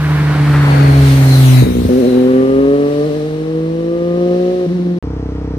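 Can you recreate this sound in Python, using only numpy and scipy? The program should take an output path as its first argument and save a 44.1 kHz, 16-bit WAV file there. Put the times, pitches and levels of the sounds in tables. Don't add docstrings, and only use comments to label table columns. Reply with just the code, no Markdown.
import sys
import numpy as np
from scipy import signal
from scipy.fft import rfft, irfft
from scipy.io import wavfile
from scipy.ndimage import uniform_filter1d, map_coordinates

SR = 44100
rng = np.random.default_rng(int(sys.argv[2]) if len(sys.argv) > 2 else 0)


def generate_wav(sig):
    pcm = np.round(np.clip(np.atleast_2d(sig).T, -1, 1) * 32767).astype(np.int16)
    wavfile.write(sys.argv[1], SR, pcm)


N = 246078
T = np.arange(N) / SR

# passing time in seconds, spread (distance over speed)
# in seconds, tyre gain in dB.
PASSES = [(.76, 0.07, -25), (1.568, 0.17, -39.5), (2.36, 0.058, -33)]
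# frequency in Hz, gain in dB.
TYRES_COMING_DB = [(20, -31), (45, -4.5), (80, -1), (200, 0.5), (400, -2.5), (700, -5), (1000, -2.5),
                   (1500, -1.5), (2200, -8.5), (3200, -17), (6000, -33), (15000, -33)]
TYRES_GOING_DB = [(20, -15.5), (45, 0), (80, 10.5), (200, 4), (400, 6), (650, 7.5), (950, 3.5), (1400, -1),
                  (2200, -3.5), (3200, -15.5), (6000, -23.5), (15000, -48)]
# frequency in Hz, time to fall 60 dB in seconds.
FOREST_T60_S = [(100, 1), (500, 0.82), (2000, 0.69), (12000, 0.15)]
# start and end in seconds, firing rate before Doppler in Hz, hum in dB, tailpipe swell in dB,
# unsteadiness as a fraction.
CAR_ENGINES = [(0, 1.49, 73.7, -26.5, -19, 0.2), (1.9, 4.95, 58.2, -45, -35.5, .13)]
# time in seconds, base firing rate in Hz.
FIRING_HZ = [(0, 150.5), (.3, 148.5), (.8, 140.5), (1.35, 133.5), (1.6, 126), (1.8, 121), (2.2, 126.5),
             (2.45, 132.5), (2.8, 143), (3.13, 150), (3.85, 168), (4.2, 176), (4.55, 181.5), (4.99, 175)]
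# time in seconds, firing rate jump in Hz, build-up in seconds.
DRIVE_JOLTS = [(1.99, 9.5, 0.057), (3.07, 7, 0.023), (4.7, -8.5, 0.034)]
# start and end in seconds, boom in dB, its drift in dB/s, overtones in dB,
# their drift in dB/s, their mid-coast arch in dB.
COASTS = [(0, 1.638, -13, 5, -30, 8.5, 3.5), (4.662, 4.987, -15.5, -11, -22, 7, 0)]
# frequency in Hz, gain in dB.
SILENCER_SHUT_DB = [(60, -48.5), (180, -18.5), (255, 5), (350, 1), (385, -8.5), (415, -5), (540, -14),
                    (680, -23), (850, -30.5), (3000, -45), (9000, -82)]
SILENCER_LONE_DB = [(35, -49), (62, -7.5), (90, 9.5), (122, -8.5), (155, -22.5), (183, -4), (212, -1.5),
                    (245, 0), (280, -7.5), (370, -9.5), (490, -12), (600, -25.5), (1200, -52), (9000, -94)]
SILENCER_OPEN_DB = [(40, -43), (125, -9), (140, -11), (150, 0.5), (160, 1.5), (180, -5), (250, 6.5),
                    (300, 1.5), (380, 1.5), (430, 5.5), (545, -4), (595, -2.5), (640, -23.5), (730, -15.5),
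                    (930, -41), (1400, -45.5), (2400, -61), (9000, -80)]
SNARL_DB = [(500, -60), (900, -18), (1080, -8), (1200, 2.5), (1260, -3.5), (1400, -18.5), (1650, -9.5),
            (1900, -10), (2300, -29.5), (6000, -73.5)]
# frequency in Hz, gain in dB.
RASP_COMING_DB = [(900, -16.5), (1500, -8), (2100, 1.5), (2600, -1.5), (3100, -2.5), (3500, -1.5),
                  (4100, -1), (4800, -5), (5600, -7.5), (7200, -14), (10000, -28)]
RASP_GOING_DB = [(700, -7.5), (1100, -1.5), (1450, -3), (1800, 1.5), (2300, -4.5), (2800, -2), (3400, -2.5),
                 (4050, 0), (4800, -6.5), (5600, -6), (7200, -17.5), (10000, -26)]
FIZZ_NEAR_DB = [(4000, -22), (6200, -3.5), (7300, -10.5), (8500, -5), (11000, -5.5), (15500, -7)]
FIZZ_FAR_DB = [(4000, -20.5), (6200, -11), (7300, -3.5), (8500, 1), (10000, -1), (12000, -9),
               (15500, -26.5)]
CHAIN_DB = [(500, -23), (1300, -18.5), (2050, 0.5), (2600, -7.5), (3400, -8), (8000, -29)]
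GAS_RUSH_DB = [(700, -31), (1400, -10), (1850, -13.5), (2300, 6.5), (3000, 10.5), (3600, -8), (4400, -10.5),
               (5500, -6), (7200, -12), (12000, -27)]
# time and width in seconds, base boost in dB.
HISS_SURGES = [(1.09, 0.077, 4), (2.02, 0.24, 4), (3.07, 0.28, 5.5), (4.47, 0.34, 5.5)]
# time and spread in seconds, centre pitch in Hz, gain in dB.
RING_FLARES = [(0.879, .18, 4333, -36.5), (1.346, 0.032, 4070, -26.5), (1.6, .07, 3914, -30),
               (2.12, 0.065, 3995, -38)]
# time in seconds, gain in dB.
FUEL_POPS = [(1.6228, -2), (1.665, -7), (1.89, -4.5)]
CYLINDERS_DB = [0.07, -1.9, 0.5]
# time in seconds, effort in dB.
THROTTLE_DB = [(1.89, -4.5), (2.2, -1.2), (2.63, -0.1), (2.9, -1.5), (3.24, -6.5), (3.7, -3.5), (4.34, 2),
               (4.66, -1)]
# time in seconds, change of effort in dB.
HICCUPS = [(2.021, -2), (2.105, -4.5)]
# start and end in seconds, boost in dB.
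SNARL_BOOSTS = [(2.26, 3.08, 4), (3.9, 4.236, 4.5)]
# multiple of the cycle rate, gain in dB.
SLOW_ORDERS_DB = [(1, -49), (2, 5.5), (3, -3.5), (4, -5.5), (5, -1.5), (6, -8.5), (7, -12.5), (8, -5.5),
                  (9, -1), (10, -4.5), (11, -19), (12, -19), (13, -9.5), (14, -7.5), (15, -9), (17, -35),
                  (20, -25), (32, -40), (90, -70), (250, -97)]
# frequency in Hz, gain in dB.
SLOW_AIR_DB = [(30, 3), (150, 11), (600, 2), (1000, 1), (1600, -7), (2800, -14.5), (4500, -18), (5800, -18),
               (7300, -31.5), (9500, -33), (10500, -45), (15000, -49)]

FIRST_CAR, MOTORCYCLE, SECOND_CAR = PASSES
GEAR_PASS_S, GEAR_SPREAD_S = 1.467, .19
OPEN_S, SHUT_S = 1.892, 4.665


def amp(db):
    return 10 ** (np.asarray(db) / 20)


def unit_rms(x):
    return x / np.sqrt(np.mean(x ** 2) + 1e-20)


def steadied(x, samples=2900):
    power = uniform_filter1d(uniform_filter1d(x ** 2, samples), samples)
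    return x / np.sqrt(abs(power) + 1e-12)


def curve(rows):
    return np.interp(T, *np.transpose(rows))


def gate(start_s, end_s, fade_samples=200):
    return uniform_filter1d(((T >= start_s) & (T <= end_s)) * 1., fade_samples)


def swell(at_s, width_s):
    return np.exp(-((T - at_s) / width_s) ** 2)


def at_hz(rows, hz):
    row_hz, values = np.transpose(rows)
    return np.interp(np.log(hz + 1), np.log(row_hz + 1), values)


def coloured(x, spectrum_db, size=8192):
    log_gain = np.log(amp(at_hz(spectrum_db, abs(np.fft.fftfreq(size, 1 / SR)))))
    response = np.fft.ifft(np.exp(signal.hilbert(log_gain).conj())).real[:size // 2]
    return signal.oaconvolve(x, response)[:N]


def noise(spectrum_db):
    return unit_rms(coloured(rng.standard_normal(N), spectrum_db))


def wander(hz, size=4096):
    lowpass = np.exp(-(np.fft.rfftfreq(size, T[-1] / size) / hz) ** 2)
    drift = irfft(rfft(rng.standard_normal(size)) * lowpass)
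    return unit_rms(np.interp(T, np.linspace(0, T[-1], size), drift))


def pulses(turns, strength):
    at = np.flatnonzero(np.diff(np.floor(turns)) > 0)
    late = (np.ceil(turns[at]) - turns[at]) / (turns[at + 1] - turns[at])
    out = np.zeros(N)
    out[at], out[at + 1] = strength[at] * (1 - late), strength[at] * late
    return out


def three_paths(x):
    return np.array([np.roll(x, k * N // 3) for k in range(3)])


def nearness_db(pass_s, spread_s):
    return -10 * np.log10(1 + ((T - pass_s) / spread_s) ** 2)


def receding(pass_s, spread_s):
    return (T - pass_s) / np.hypot(T - pass_s, spread_s)


def progress(vehicle):
    pass_s, spread_s, _ = vehicle
    return .5 + np.arctan((T - pass_s) / spread_s) / np.pi


def side_of(vehicle):
    return np.sin(np.radians(-15 + 170 * progress(vehicle)))


def placed(x, side, shade_hz=900, lag_samples=20):
    treble = signal.lfilter(*signal.butter(1, shade_hz, "high", fs=SR), x)
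    tilt, lead = .5 * side * treble, side * lag_samples / 2
    return np.array([map_coordinates(x + k * tilt, [np.arange(N) + k * lead], order=3, mode="nearest")
                     for k in (1, -1)])


def forest(x, mono_hz=260, echoes_per_s=2000, predelay_s=.012):
    taps = rng.standard_normal((2, SR)) * (rng.random((2, SR)) < echoes_per_s / SR)
    hz, age_s, bins = signal.stft(taps * (T[:SR] > predelay_s), SR, nperseg=512)
    coherence = np.exp(-(hz / (2 * mono_hz)) ** 2)[:, None]
    bins[1] = coherence * bins[0] + np.sqrt(1 - coherence ** 2) * bins[1]
    decay = amp(-60 * age_s / at_hz(FOREST_T60_S, hz)[:, None])
    tail = signal.istft(bins * decay, SR, nperseg=512)[1]
    return signal.oaconvolve(x[None], tail / np.linalg.norm(tail[0]), axes=1)[:, :N]


def drop_db(step_db, at_s=1.635, dip_db=-1, dip_s=.11):
    after = uniform_filter1d((T > at_s) * 1., 3000)
    return after * (step_db + dip_db * np.exp(-np.maximum(T - at_s, 0) / dip_s))


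def tyres(coming_db=5, going_db=8, lead_s=.062, flutter_db=1, wet_db=-9):
    direct, total = 0, 0
    comings, goings = three_paths(noise(TYRES_COMING_DB)), three_paths(noise(TYRES_GOING_DB))
    for vehicle, coming, going in zip(PASSES, comings, goings):
        pass_s, spread_s, gain_db = vehicle
        gone, near_db = progress(vehicle), nearness_db(pass_s - lead_s, spread_s)
        roar = amp(coming_db + .3 * near_db) * np.sqrt(1 - gone) * coming
        roar += amp(going_db + .52 * near_db) * np.sqrt(gone) * going
        roar *= amp(gain_db + drop_db(-7) + flutter_db * wander(19))
        direct += placed(roar, side_of(vehicle))
        total += roar
    return direct + amp(wet_db) * forest(total)


def car_engine(engine, vehicle, tailpipe_lag_s=.25, swell_s=.11, doppler=.03):
    start_s, end_s, hz, hum_db, swell_db, unsteady = engine
    tailpipe_s = vehicle[0] + tailpipe_lag_s
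    turns = np.cumsum(hz * (1 - doppler * receding(tailpipe_s, swell_s))) / SR
    level = amp(hum_db) * (1 + unsteady * wander(22)) + amp(swell_db) * swell(tailpipe_s, swell_s)
    hum = np.sqrt(2) * np.sin(2 * np.pi * turns) * level
    return placed(hum * gate(start_s, end_s, fade_samples=3000), side_of(vehicle))


def firing_hz(swing_hz=10.1, decay_s=.086):
    hz = curve(FIRING_HZ)
    for at_s, jump_hz, build_s in DRIVE_JOLTS:
        before_s, after_s = np.maximum(at_s - T, 0), np.maximum(T - at_s, 0)
        envelope = np.exp(-before_s / build_s - after_s / decay_s)
        hz += jump_hz * envelope * np.cos(2 * np.pi * swing_hz * after_s)
    return hz


def coasting(turns, rough=.34, waver_db=1.67, fade_s=.035):
    overtones = steadied(coloured(pulses(turns, 1 + rough * wander(90)), SILENCER_SHUT_DB))
    boom = np.sqrt(2) * np.sin(2 * np.pi * turns)
    out = 0
    for start_s, end_s, boom_db, boom_db_per_s, over_db, over_db_per_s, arch_db in COASTS:
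        age_s = np.clip(T - start_s, 0, end_s - start_s)
        arch = np.sin(np.pi * age_s / (end_s - start_s))
        note = amp(boom_db + boom_db_per_s * age_s) * boom
        note += amp(over_db + over_db_per_s * age_s + arch_db * arch) * overtones
        out += note * gate(start_s, end_s, round(fade_s * SR))
    far = 1 - amp(nearness_db(GEAR_PASS_S, GEAR_SPREAD_S))
    return out * amp(waver_db * far ** 2 * wander(36))


def hiss_level_db(base_db, coming_slope, going_slope, step_db, surge_scale):
    slope = np.where(T < GEAR_PASS_S, coming_slope, going_slope)
    distance_db = slope * nearness_db(GEAR_PASS_S, GEAR_SPREAD_S)
    surge_db = sum(db * swell(at_s, width_s) for at_s, width_s, db in HISS_SURGES)
    return base_db + distance_db + drop_db(step_db) + surge_scale * surge_db


def load_db(slope=.61, hiccup_s=.012):
    hiccup_db = sum(db * swell(at_s, hiccup_s) for at_s, db in HICCUPS)
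    return curve(THROTTLE_DB) + slope * nearness_db(GEAR_PASS_S, GEAR_SPREAD_S) + hiccup_db


def running_gear(turns, throb=.031, near_s=1., chain_db=-32, gas_db=-36):
    def crossfade(first_db, second_db, share):
        first, second = three_paths(noise(first_db)), three_paths(noise(second_db))
        return np.sqrt(1 - share) * first + np.sqrt(share) * second

    rasp_db = hiss_level_db(-28.5, coming_slope=.5, going_slope=.37, step_db=-9.5, surge_scale=1.14)
    fizz_db = hiss_level_db(-27, coming_slope=1.15, going_slope=1.24, step_db=-5.5, surge_scale=.9)
    near = 1 / (1 + ((T - MOTORCYCLE[0]) / near_s) ** 2)
    hiss = amp(rasp_db) * crossfade(RASP_COMING_DB, RASP_GOING_DB, progress(MOTORCYCLE) ** 2)
    hiss += amp(fizz_db) * crossfade(FIZZ_NEAR_DB, FIZZ_FAR_DB, 1 - near)
    hiss += amp(chain_db + fizz_db - fizz_db.max()) * three_paths(noise(CHAIN_DB))
    hiss += amp(gas_db + load_db()) * gate(OPEN_S, SHUT_S) * three_paths(noise(GAS_RUSH_DB))
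    return hiss * (1 + throb * np.cos(2 * np.pi * turns))


def metallic_ring(width_hz=230, slope=1.27, doppler=.033):
    out = 0
    for at_s, spread_s, hz, db in RING_FLARES:
        phase = 2 * np.pi * np.cumsum(hz * (1 - doppler * receding(at_s, spread_s))) / SR
        band = three_paths(wander(width_hz)) * np.cos(phase)
        band += three_paths(wander(width_hz)) * np.sin(phase)
        out += band * amp(db + slope * nearness_db(at_s, spread_s))
    return out * amp(drop_db(-3))


def ground_echo(paths, echo=.51, delay_s=.000453, closest_s=1.62, spread_s=.13, width_s=.3):
    delayed = np.arange(N) - delay_s * SR * amp(nearness_db(closest_s, spread_s))
    gain = echo * swell(closest_s, width_s)
    reflections = np.array([np.interp(delayed, np.arange(N), x) for x in paths])
    return (paths + gain * reflections) / np.hypot(1, gain)


def stumbling(turns, start_s=1.62, end_s=1.896, level_db=-12, onset_db=-7, rise_s=.031, rough=.39):
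    putts = steadied(coloured(pulses(turns / 2, 1 + rough * wander(60)), SILENCER_LONE_DB))
    gas = amp(-10) * noise(SILENCER_LONE_DB)
    level = amp(level_db + onset_db * np.exp(-np.maximum(T - start_s, 0) / rise_s))
    return (putts + gas) * level * gate(start_s, end_s, fade_samples=600)


def fuel_pops(thump_db=-8):
    out = 0
    for at_s, db in FUEL_POPS:
        blow = 1. * (np.arange(N) == round(at_s * SR))
        pop, thump = coloured(blow, SILENCER_OPEN_DB), coloured(blow, SILENCER_LONE_DB)
        out += amp(db) * (pop / abs(pop).max() + amp(thump_db) * thump / abs(thump).max())
    return out


def pulling(turns, rough=.068, gas_db=-26, flutter_db=.5, snarl_db=-25, rise_s=.04, fade_s=.072):
    firing = np.round(turns).astype(int)
    jitter = 1 + rough * rng.standard_normal(firing.max() + 1)[firing]
    blows = pulses(turns, amp(CYLINDERS_DB)[firing % len(CYLINDERS_DB)] * jitter)
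    level_db = load_db()
    drone = steadied(coloured(blows, SILENCER_OPEN_DB)) + amp(gas_db) * noise(SILENCER_OPEN_DB)
    clean = .5 + .5 * np.tanh((T - SNARL_BOOSTS[0][0]) / rise_s)
    boost_db = sum(db * gate(start_s, end_s, round(fade_s * SR) + 1)
                   for start_s, end_s, db in SNARL_BOOSTS)
    snarl = steadied(coloured(blows, SNARL_DB)) * amp(snarl_db + 1.2 * level_db + boost_db) * clean
    return (amp(level_db) * drone + snarl) * amp(flutter_db * wander(25)) * gate(OPEN_S, SHUT_S)


def passing_motorcycle(wet_db=-18, direct_hiss_db=-7, pan_db=2.5, waver=.00303):
    turns = np.cumsum(firing_hz() * (1 + waver * wander(22.5))) / SR
    exhaust = pulling(turns) + coasting(turns) + stumbling(turns) + fuel_pops()
    hiss = ground_echo(running_gear(turns)) + metallic_ring()
    side = side_of(MOTORCYCLE)
    direct = placed(exhaust + amp(direct_hiss_db) * hiss[0], side)
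    scatter = hiss[1:] * amp(pan_db * np.array([side, -side]))
    far = abs(2 * progress(MOTORCYCLE) - 1)
    return direct + scatter + forest(far * amp(wet_db) * exhaust)


def slow_motorcycle(cycle_hz=32.15, sync_s=5.0405, thump_db=-20.5, air_db=-36, rough=.04, puff=.28):
    turns = (T - sync_s) * cycle_hz
    pipe_db = [(6.2, -58)] + [(order * cycle_hz, db) for order, db in SLOW_ORDERS_DB]
    thumps = amp(thump_db) * unit_rms(coloured(pulses(turns, 1 + rough * wander(30)), pipe_db))
    puffs = 1 + puff * np.exp(-(turns % 1) / .3)
    air = amp(air_db) * unit_rms(noise(SLOW_AIR_DB) * puffs)
    return placed(thumps + air, side=.27) + forest(amp(-22) * thumps + amp(-6) * air)


def scene(gap_start_s=4.987, gap_end_s=5.026):
    cars = car_engine(CAR_ENGINES[0], FIRST_CAR) + car_engine(CAR_ENGINES[1], SECOND_CAR)
    traffic = (passing_motorcycle() + tyres() + cars) * gate(0, gap_start_s, fade_samples=60)
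    return traffic + slow_motorcycle() * gate(gap_end_s, T[-1], fade_samples=8)


def record(dry, knee=.68, cutoff_hz=15500):
    excess, headroom = np.maximum(abs(dry) - knee, 0), 1 - knee
    rounded = dry - np.sign(dry) * (excess - headroom * np.tanh(excess / headroom))
    lowpass = signal.firwin(511, cutoff_hz, window=("kaiser", 9), fs=SR)
    return signal.oaconvolve(rounded, lowpass[None], "same", axes=1)


dry = scene()
out = record(dry)
generate_wav(out)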